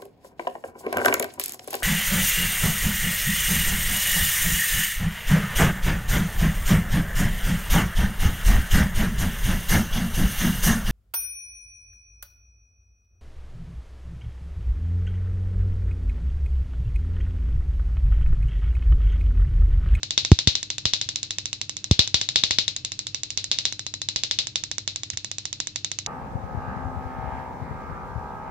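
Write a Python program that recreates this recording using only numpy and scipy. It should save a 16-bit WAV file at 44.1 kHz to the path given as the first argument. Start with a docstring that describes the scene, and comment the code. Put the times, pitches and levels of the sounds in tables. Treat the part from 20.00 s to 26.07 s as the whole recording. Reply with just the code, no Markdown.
"""A transformer hums over a low room rumble and a thin circuit whine; at once a relay chatters, about 13 breaks/s.
It pulses a home-wound high-voltage coil on a workbench, close to a phone. Each break fires a spark: a pressure
spike, tube ring, bounce and scattered noise, then a noise room tail. Where a hand-held clamp bites the winding,
the spark cracks loudly and pushes a low thump. The relay's metal rings faintly as decaying sines.
Hand bumps add a knock (decaying sine) and a metal tick (filtered noise)."""
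import sys
import numpy as np
from scipy import signal
from scipy.fft import rfft, irfft, next_fast_len
from scipy.io import wavfile
from scipy.ndimage import map_coordinates

SR = 44100
rng = np.random.default_rng(int(sys.argv[2]) if len(sys.argv) > 2 else 0)


def inscribe(sig):
    """Save sig as 16-bit PCM at rate SR to the path in sys.argv[1].

    A 1-D sig is mono; a 2-D sig holds one channel per row.
    Samples are clipped to [-1, 1] before scaling.
    """
    pcm = np.round(np.clip(np.atleast_2d(sig).T, -1, 1) * 32767)
    wavfile.write(sys.argv[1], SR, pcm.astype(np.int16))


N = 267687  # samples
SIDES = np.array([[1], [-1]])  # left, right


def amp(db):
    """Decibels to gain."""
    return 10 ** (np.asarray(db) / 20)


def unit(x):
    """x at rms 1."""
    return x / np.sqrt(np.mean(x ** 2) + 1e-20)


def along(points, hz):
    """Interpolate (Hz, value) points on a log frequency axis."""
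    f, v = np.transpose(points)
    return np.interp(np.log(hz + 1), np.log(f + 1), v)


def filtered(x, response):
    """x times a response of frequency."""
    n = x.shape[-1]
    m = next_fast_len(n + SR // 20)
    spectrum = rfft(x, m) * response(np.fft.rfftfreq(m, 1 / SR))
    return irfft(spectrum, m)[..., :n]


def coloured(x, points, size=2048):
    """x through a causal minimum-phase filter with the given (Hz, dB) shape."""
    gain = amp(along(points, np.fft.rfftfreq(size, 1 / SR)))
    cepstrum = irfft(np.log(gain))
    # fold the cepstrum to make the filter causal
    cepstrum[1:size // 2] *= 2
    cepstrum[size // 2 + 1:] = 0
    kernel = irfft(np.exp(rfft(cepstrum)))
    return signal.fftconvolve(np.atleast_2d(x), kernel[None], axes=1)[:, :x.shape[-1]]


def add(track, start_s, sound):
    """Mix a sound into the track at start_s, cut at the track's end."""
    rest = track[..., max(round(start_s * SR), 0):]
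    part = rest[..., :sound.shape[-1]]
    part += sound[..., :part.shape[-1]]


def blend(shared, own, share):
    """Mix two noises, keeping the power."""
    share = np.clip(share, 0, 1)
    return np.sqrt(share) * shared + np.sqrt(1 - share) * own


def wander(rate_hz, spare):
    """Smooth random curve with rate_hz new values per second."""
    t = np.arange(N) / SR
    values = rng.standard_normal(N // SR * rate_hz + spare)
    return map_coordinates(values, [rate_hz * t])


# transformer hum partials: f/Hz, level/dB rms
HUM = [(100.2, -53), (200.4, -65.5), (301, -62)]


def transformer_hum(waver_rad=0.67):
    """Mains hum: sine partials, each wavering slowly in phase."""
    t = np.arange(N) / SR
    hum = np.zeros(N)
    for hz, db in HUM:
        phase = 2 * np.pi * hz * t + waver_rad * wander(4, 8)
        hum += amp(db) * np.sqrt(2) * np.sin(phase)
    return hum


# room rumble spectrum, relative: f/Hz, density/dB per Hz
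AIR = [(20, -12), (40, -5.5), (65, -5), (90, 2), (132, 6.5), (170, -8), (240, -11), (305, -9.5), (450, -18),
       (900, -28.5), (2000, -29.5), (4000, -18), (7500, -28), (9000, -69.5)]


def room_rumble(air_db=-51, side_db=-19, wide_hz=700):
    """Shaped noise, nearly alike at both ports in the bass, wider above wide_hz."""
    noise = rng.standard_normal((2, N))
    mid, side = unit(filtered(noise, lambda hz: amp(along(AIR, hz))))
    side = filtered(side, lambda hz: amp(side_db) + hz ** 2 / (hz ** 2 + wide_hz ** 2))
    return amp(air_db) * np.array([mid + side, mid - side])


# circuit whine, before left-right balance: t/s, level/dB rms
WHINE = [(0, -66.5), (4.4, -69.5), (4.8, -85), (5.2, -69), (5.5, -70), (6.07, -67)]


def whine(hz=2642, pan_db=-8, waver_rad=0.63):
    """Thin circuit tone: a sine, slightly unsteady in phase, mostly on the right."""
    t = np.arange(N) / SR
    level = amp(np.interp(t, *np.transpose(WHINE)) + SIDES * pan_db / 2)
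    phase = 2 * np.pi * hz * t + waver_rad * wander(12, 16)
    return level * np.sqrt(2) * np.sin(phase)


WEAK_DB, STRONG_DB = -23, -14.5  # strengths that take the weak and the strong colour
# weak snap, mostly the relay's own click: f/Hz, left level/dB, right level/dB
WEAK_COLOUR = [(700, 2, 2), (1830, 4, 0.5), (3000, -6.3, -1), (3900, 2, -1.5), (4260, 0, -4),
               (5630, 1.5, -1), (6700, 6.5, 2.5), (7050, 7.5, 3)]
# strong crack on the coil: f/Hz, left level/dB, right level/dB
STRONG_COLOUR = [(686, 5, -0.5), (1310, 3, -1.5), (2030, 0.5, -2), (2920, 0, -4.5), (3730, 2.5, 0.5),
                 (4600, 1.5, -2.5), (5530, 0, -2.5), (6340, -2.5, -4), (7260, 0, -4.5)]


def spark_colour(snap_db, hz):
    """Left and right dB curves, weak to strong and on beyond, as strength grows."""
    def curves(colour):
        return np.array([along(np.array(colour)[:, [0, port]], hz) for port in (1, 2)])

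    weak, strong = curves(WEAK_COLOUR), curves(STRONG_COLOUR)
    mix = max((snap_db - WEAK_DB) / (STRONG_DB - WEAK_DB), 0)
    return weak + (strong - weak) * mix


def at_ports(x, hz, tilt_db):
    """Each port's signal through its own dB curve."""
    return np.vstack([coloured(port, np.transpose([hz, db])) for port, db in zip(x, tilt_db)])


# coil's foil-wrapped tube, relative levels: f/Hz, level/dB, t60/s
TUBE = [(3544, -4.5, 0.012), (4930, -8, 0.014), (5900, -5.5, 0.0084), (6250, 1, 0.0043), (7600, -4, 0.0032)]


def snap(paths, snap_db, front_db=23.0, bounce=0.12, tube_db=2, scatter_db=11.5, mid_t60_s=0.019,
         growth_per_db=0.018, alike=0.27, reach_s=0.0045, flight_s=.00015, small_hz=2400, soft=0.02):
    """Pressure spike, tube ring, a bounce, and scatter off the small things within reach."""
    t = np.arange(paths.shape[1]) / SR
    # strong sparks jump along the coil and last longer
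    life_s = mid_t60_s * np.exp(growth_per_db * (snap_db + 17.5))
    scatter = blend(paths[2], paths[:2], alike) * amp(-60 * t / life_s)
    scatter = scatter * (t > flight_s) / (1 + (t / reach_s) ** 10)

    # small things throw back mainly short waves
    def short_waves(hz):
        return np.sqrt(soft ** 2 + hz ** 4 / (hz ** 4 + small_hz ** 4))

    out = amp(scatter_db) * filtered(scatter, short_waves)
    out[:, 0] += amp(front_db)
    early = t[:SR // 50]
    for hz, db, t60_s in TUBE:
        add(out, 0, amp(tube_db + db - 60 * early / t60_s) * np.cos(2 * np.pi * hz * early))
    # the spark wanders, so the bounce notches each snap at new pitches
    delays_s = rng.uniform(.00025, .0011, 2)
    out[[0, 1], (delays_s * SR).astype(int)] += bounce * amp(front_db)
    return out


# room tail's starting spectrum, relative: f/Hz, level/dB
ROOM_COLOUR = [(100, -31), (400, 5), (1100, -13), (2000, -4), (2900, 3.5), (3620, -1), (4100, 5),
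               (5400, -0.5), (6500, -0.5), (8000, -6)]
# room tail's decay: f/Hz, t60/s
ROOM_DECAY = [(200, 0.033), (1000, 0.26), (4000, 0.2), (8000, 0.18)]


def room_tail(noise, size=256):
    """Noise in which each frequency dies at the room's own speed."""
    hz, t, spectrum = signal.stft(noise, SR, nperseg=size)
    start_db = along(ROOM_COLOUR, hz)[:, None]
    fall_db = 60 * t / along(ROOM_DECAY, hz)[:, None]
    tail = signal.istft(spectrum * amp(start_db - fall_db), SR, nperseg=size)[1]
    return tail[:, :noise.shape[-1]]


# nearest hard surfaces: delay/s, level over the diffuse tail/dB
WALLS = [(.0064, -1.5), (.009, -1.5), (0.0141, -14)]


def room(paths, room_db=13, left_db=1, smear_s=0.0018):
    """Smeared early wall answers and a diffuse tail that builds up around the first of them."""
    t = np.arange(paths.shape[1]) / SR
    walls = sum(amp(db) * np.exp(-((t - delay_s) / smear_s) ** 2) for delay_s, db in WALLS)
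    onset = 1 - np.exp(-(t / WALLS[0][0]) ** 2)
    return room_tail(paths[:2]) * np.hypot(onset, walls) * amp(room_db + SIDES * left_db)


# relay breaks: t/s, spark strength/dB
SPARKS = [(0.032, -19), (0.1075, -17), (0.178, -12.0), (0.2496, -16), (0.3171, -15.5), (0.3892, -14.5),
          (0.4738, -10), (0.5536, -15), (0.6296, -22), (0.7029, -18), (0.7825, -21.5), (0.8552, -12.5),
          (0.9358, -13.0), (1.014, -16.5), (1.0896, -18.5), (1.1587, -18.5), (1.2305, -19.5),
          (1.3074, -19.0), (1.385, -20), (1.457, -20.5), (1.5301, -20.5), (1.6146, -20.5), (1.695, -22.5),
          (1.768, -25), (1.8428, -24.0), (1.912, -13.5), (1.9929, -9), (2.0758, -22), (2.1438, -11),
          (2.2139, -15.5), (2.289, -17), (2.3587, -10.5), (2.4371, -12.0), (2.509, -12.5), (2.586, -11.5),
          (2.68, -16), (2.7642, -21.5), (2.8488, -19.5), (2.9195, -23.5), (2.9915, -21.5), (3.0688, -23),
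          (3.1462, -19.0), (3.234, -21.5), (3.3045, -23), (3.3749, -16), (3.4424, -23), (3.5153, -13.0),
          (3.587, -16), (3.6536, -14), (3.7249, -26), (3.7939, -25), (3.8658, -25), (3.9397, -25.5),
          (4.0171, -23.5), (4.0876, -18.0), (4.1607, -15.5), (4.2357, -15.5), (4.3117, -15), (4.3882, -13),
          (4.4706, -23.0), (4.5574, -16), (4.6377, -22.5), (4.7146, -21.5), (4.7826, -22.5), (4.8771, -17),
          (4.96, -22), (5.034, -24.5), (5.1019, -24.5), (5.1733, -22), (5.246, -24), (5.3149, -24.5),
          (5.384, -23), (5.4544, -22.5), (5.5287, -23.5), (5.6022, -19.5), (5.6718, -24.0), (5.7596, -20.0),
          (5.8463, -19.5), (5.9163, -22.0), (5.9881, -22), (6.0627, -23.5)]
# snaps as the phone moves over the bench: t/s, left-right/dB, mean body level/dB
PLACE = [(0, -3, 3), (1.1, -1, -0.5), (1.6, -5, -2), (2.55, 0, 3.5), (3.3, -4, -6), (3.8, -4.5, 5),
         (4.35, -2.5, -1), (4.7, -7, 4.5), (5.05, -4.5, 0), (6.07, -7.5, 0.5)]


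def sparks(same_near=0.21, same_far=0.78, room_tilt=0.52, body_scatter_db=1.8, body_hz=2300,
           crack_grows=0.61, echo_db=-29, echo_grows=1.74, click_echo_db=-43.5):
    """Strength sets each spark's colour and echo; part of the pattern stays, part changes with hand and phone."""
    out, shape = np.zeros((2, N)), (3, SR // 4)
    standing = rng.standard_normal(shape)
    hz = np.geomspace(500, 8000, num=33)
    body = 1 / (1 + (hz / body_hz) ** 10)
    times, *place = np.transpose(PLACE)
    for s, snap_db in SPARKS:
        pan_db, body_db = [np.interp(s, times, column) for column in place]
        tilt_db = spark_colour(snap_db, hz)
        over_db = snap_db - STRONG_DB
        # above STRONG_DB the direct crack grows faster: crack_grows extra dB per dB
        crack_gain = amp(snap_db + crack_grows * max(over_db, 0) + SIDES * pan_db / 2)
        # echo_grows dB per dB of strength, over a fixed answer to the relay's click
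        echo_gain = np.hypot(amp(echo_db + echo_grows * over_db), amp(click_echo_db))
        fresh = rng.standard_normal(shape)
        near = snap(blend(standing, fresh, same_near), snap_db)
        near = at_ports(near, hz, tilt_db + body * rng.normal(body_db, body_scatter_db))
        far = at_ports(room(blend(standing, fresh, same_far)), hz, room_tilt * tilt_db)
        add(out, s, crack_gain * near + echo_gain * far)
    return out


# armature and frame modes, relative levels: f/Hz, level/dB, t60/s, left-right/dB
RELAY = [(3655, -14, .13, 0), (4048, 1.5, .15, 9), (4177, -13, .2, 0), (4545, -6, .2, -7),
         (4770, -13, .2, 0), (5300, -1.5, .15, -1), (6250, -15, .13, 0), (6700, -15, .15, 0)]
# ring strength reaching the moving phone, before scatter: t/s, level/dB
RING = [(0, -42), (2.5, -41), (2.9, -37.5), (4.05, -36), (4.45, -40), (5.1, -43), (6.07, -43)]


def relay(scatter_db=2):
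    """The armature strikes at every break; its modes ring at slightly new strengths."""
    out, t = np.zeros((2, N)), np.arange(SR // 2) / SR
    hz, db, t60_s, pan_db = np.transpose(RELAY)[:, :, None]
    modes = amp(db - 60 * t / t60_s) * np.exp(2j * np.pi * hz * t)
    # each mode reaches each port at its own level and phase
    phases = np.exp(2j * np.pi * rng.random((2, len(RELAY))))
    ports = amp(SIDES * pan_db.T / 2) * phases
    for s in np.array(SPARKS)[:, 0]:
        ring_db = np.interp(s, *np.transpose(RING))
        strength = amp(ring_db + rng.normal(0, scatter_db, ports.shape))
        add(out, s, ((ports * strength) @ modes).imag)
    return out


# heavy discharges, before the low cut: t/s, push level/dB
THUMPS = [(0.177, -23), (0.3173, 19.5), (0.4737, 5), (0.855, -6), (1.912, 10), (1.992, -1), (2.1435, -6.5),
          (2.3588, -16), (2.435, -18.5), (2.509, -15), (2.585, -24), (3.3746, -22.5), (4.16, -20)]


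def thumps(rise_s=0.0017, fall_s=.006):
    """A heavy discharge gives one push of air: fast exponential rise, slower fall."""
    out, t = np.zeros(N), np.arange(SR // 10) / SR
    push = (1 - np.exp(-t / rise_s)) * np.exp(-t / fall_s)
    for s, db in THUMPS:
        add(out, s, amp(db) * push)
    return out


# hand bumps the coil against the bench: t/s, knock level/dB, metal tick level/dB
TAPS = [(0.228, -30, -50), (1.06, -31, -45), (5.1335, -27, -27.5)]


def taps(tick_t60_s=0.07, bench_hz=100, bench_t60_s=0.098, rise_s=0.0055, low_hz=2000, high_hz=6500):
    """Metal on wire ticks as band-limited noise; the bench knocks as a decaying sine."""
    def tick_band(hz):
        return 1 / np.hypot(1, (low_hz / (hz + 1)) ** 2 + (hz / high_hz) ** 10)

    out, t = np.zeros((2, N)), np.arange(SR // 5) / SR
    for s, knock_db, tick_db in TAPS:
        tick = amp(tick_db - 60 * t / tick_t60_s) * rng.standard_normal((2, len(t)))
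        knock = amp(knock_db - 60 * t / bench_t60_s) * np.sin(2 * np.pi * bench_hz * t)
        knock = knock * (1 - np.exp(-t / rise_s))
        add(out, s, knock + filtered(tick, tick_band))
    return out


def low_cut(x, hz):
    """The microphone's bass filter, in which a push swings out as a short boom."""
    return signal.sosfilt(signal.butter(4, hz, "high", fs=SR, output="sos"), x)


# left port's phase against the right: f/Hz, phase/rad
LEFT_PHASE = [(200, 0.5), (650, -1.76), (1300, -1.98), (2200, -0.48), (3500, -0.74), (4400, -0.51),
              (5600, -2), (8000, -3.5)]
# microphone ports' response: f/Hz, level/dB
LEFT_PORT = [(100, -13), (700, -17.5), (1500, -14.5), (2500, -10.5), (3050, -5.5), (3650, 5), (4200, 0),
             (4700, -4), (5600, -5.5), (6300, -13), (7200, -7.5), (7800, -17.5), (8400, -23.5), (9100, -37)]
RIGHT_PORT = [(100, -11), (700, -8.5), (1500, -9.5), (2500, -6), (3400, -4.5), (4200, -3), (5300, 1),
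              (6200, -0.5), (7200, -5.5), (7800, -11), (8400, -22), (9200, -37)]
# bass filter corners: left f/Hz, right f/Hz
LOW_CUT_HZ = (83, 79)


def scene():
    """Sharp sounds reach two differently coloured ports out of step; the other layers add directly."""
    left, right = sparks() + relay()
    left = filtered(left, lambda hz: np.exp(1j * along(LEFT_PHASE, hz)))
    ports = np.vstack([coloured(left, LEFT_PORT), coloured(right, RIGHT_PORT)])
    ports = ports + thumps()
    sharp = np.array([low_cut(x, hz) for x, hz in zip(ports, LOW_CUT_HZ)])
    return sharp + taps() + whine() + transformer_hum() + room_rumble()


def record(dry, edge_hz=8800, top_hz=16300, knee=1.02, clip=.99):
    """Loud cracks overload the phone: soft squash, steep treble cut at edge_hz, hard clip, top cut."""
    squashed = dry / (1 + np.abs(dry / knee) ** 4) ** (1 / 4)
    narrow = filtered(squashed, lambda hz: 1 / np.sqrt(1 + (hz / edge_hz) ** 60))
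    clipped = np.clip(narrow, -clip, clip)
    return filtered(clipped, lambda hz: hz < top_hz)


dry = scene()
out = record(dry)
inscribe(out)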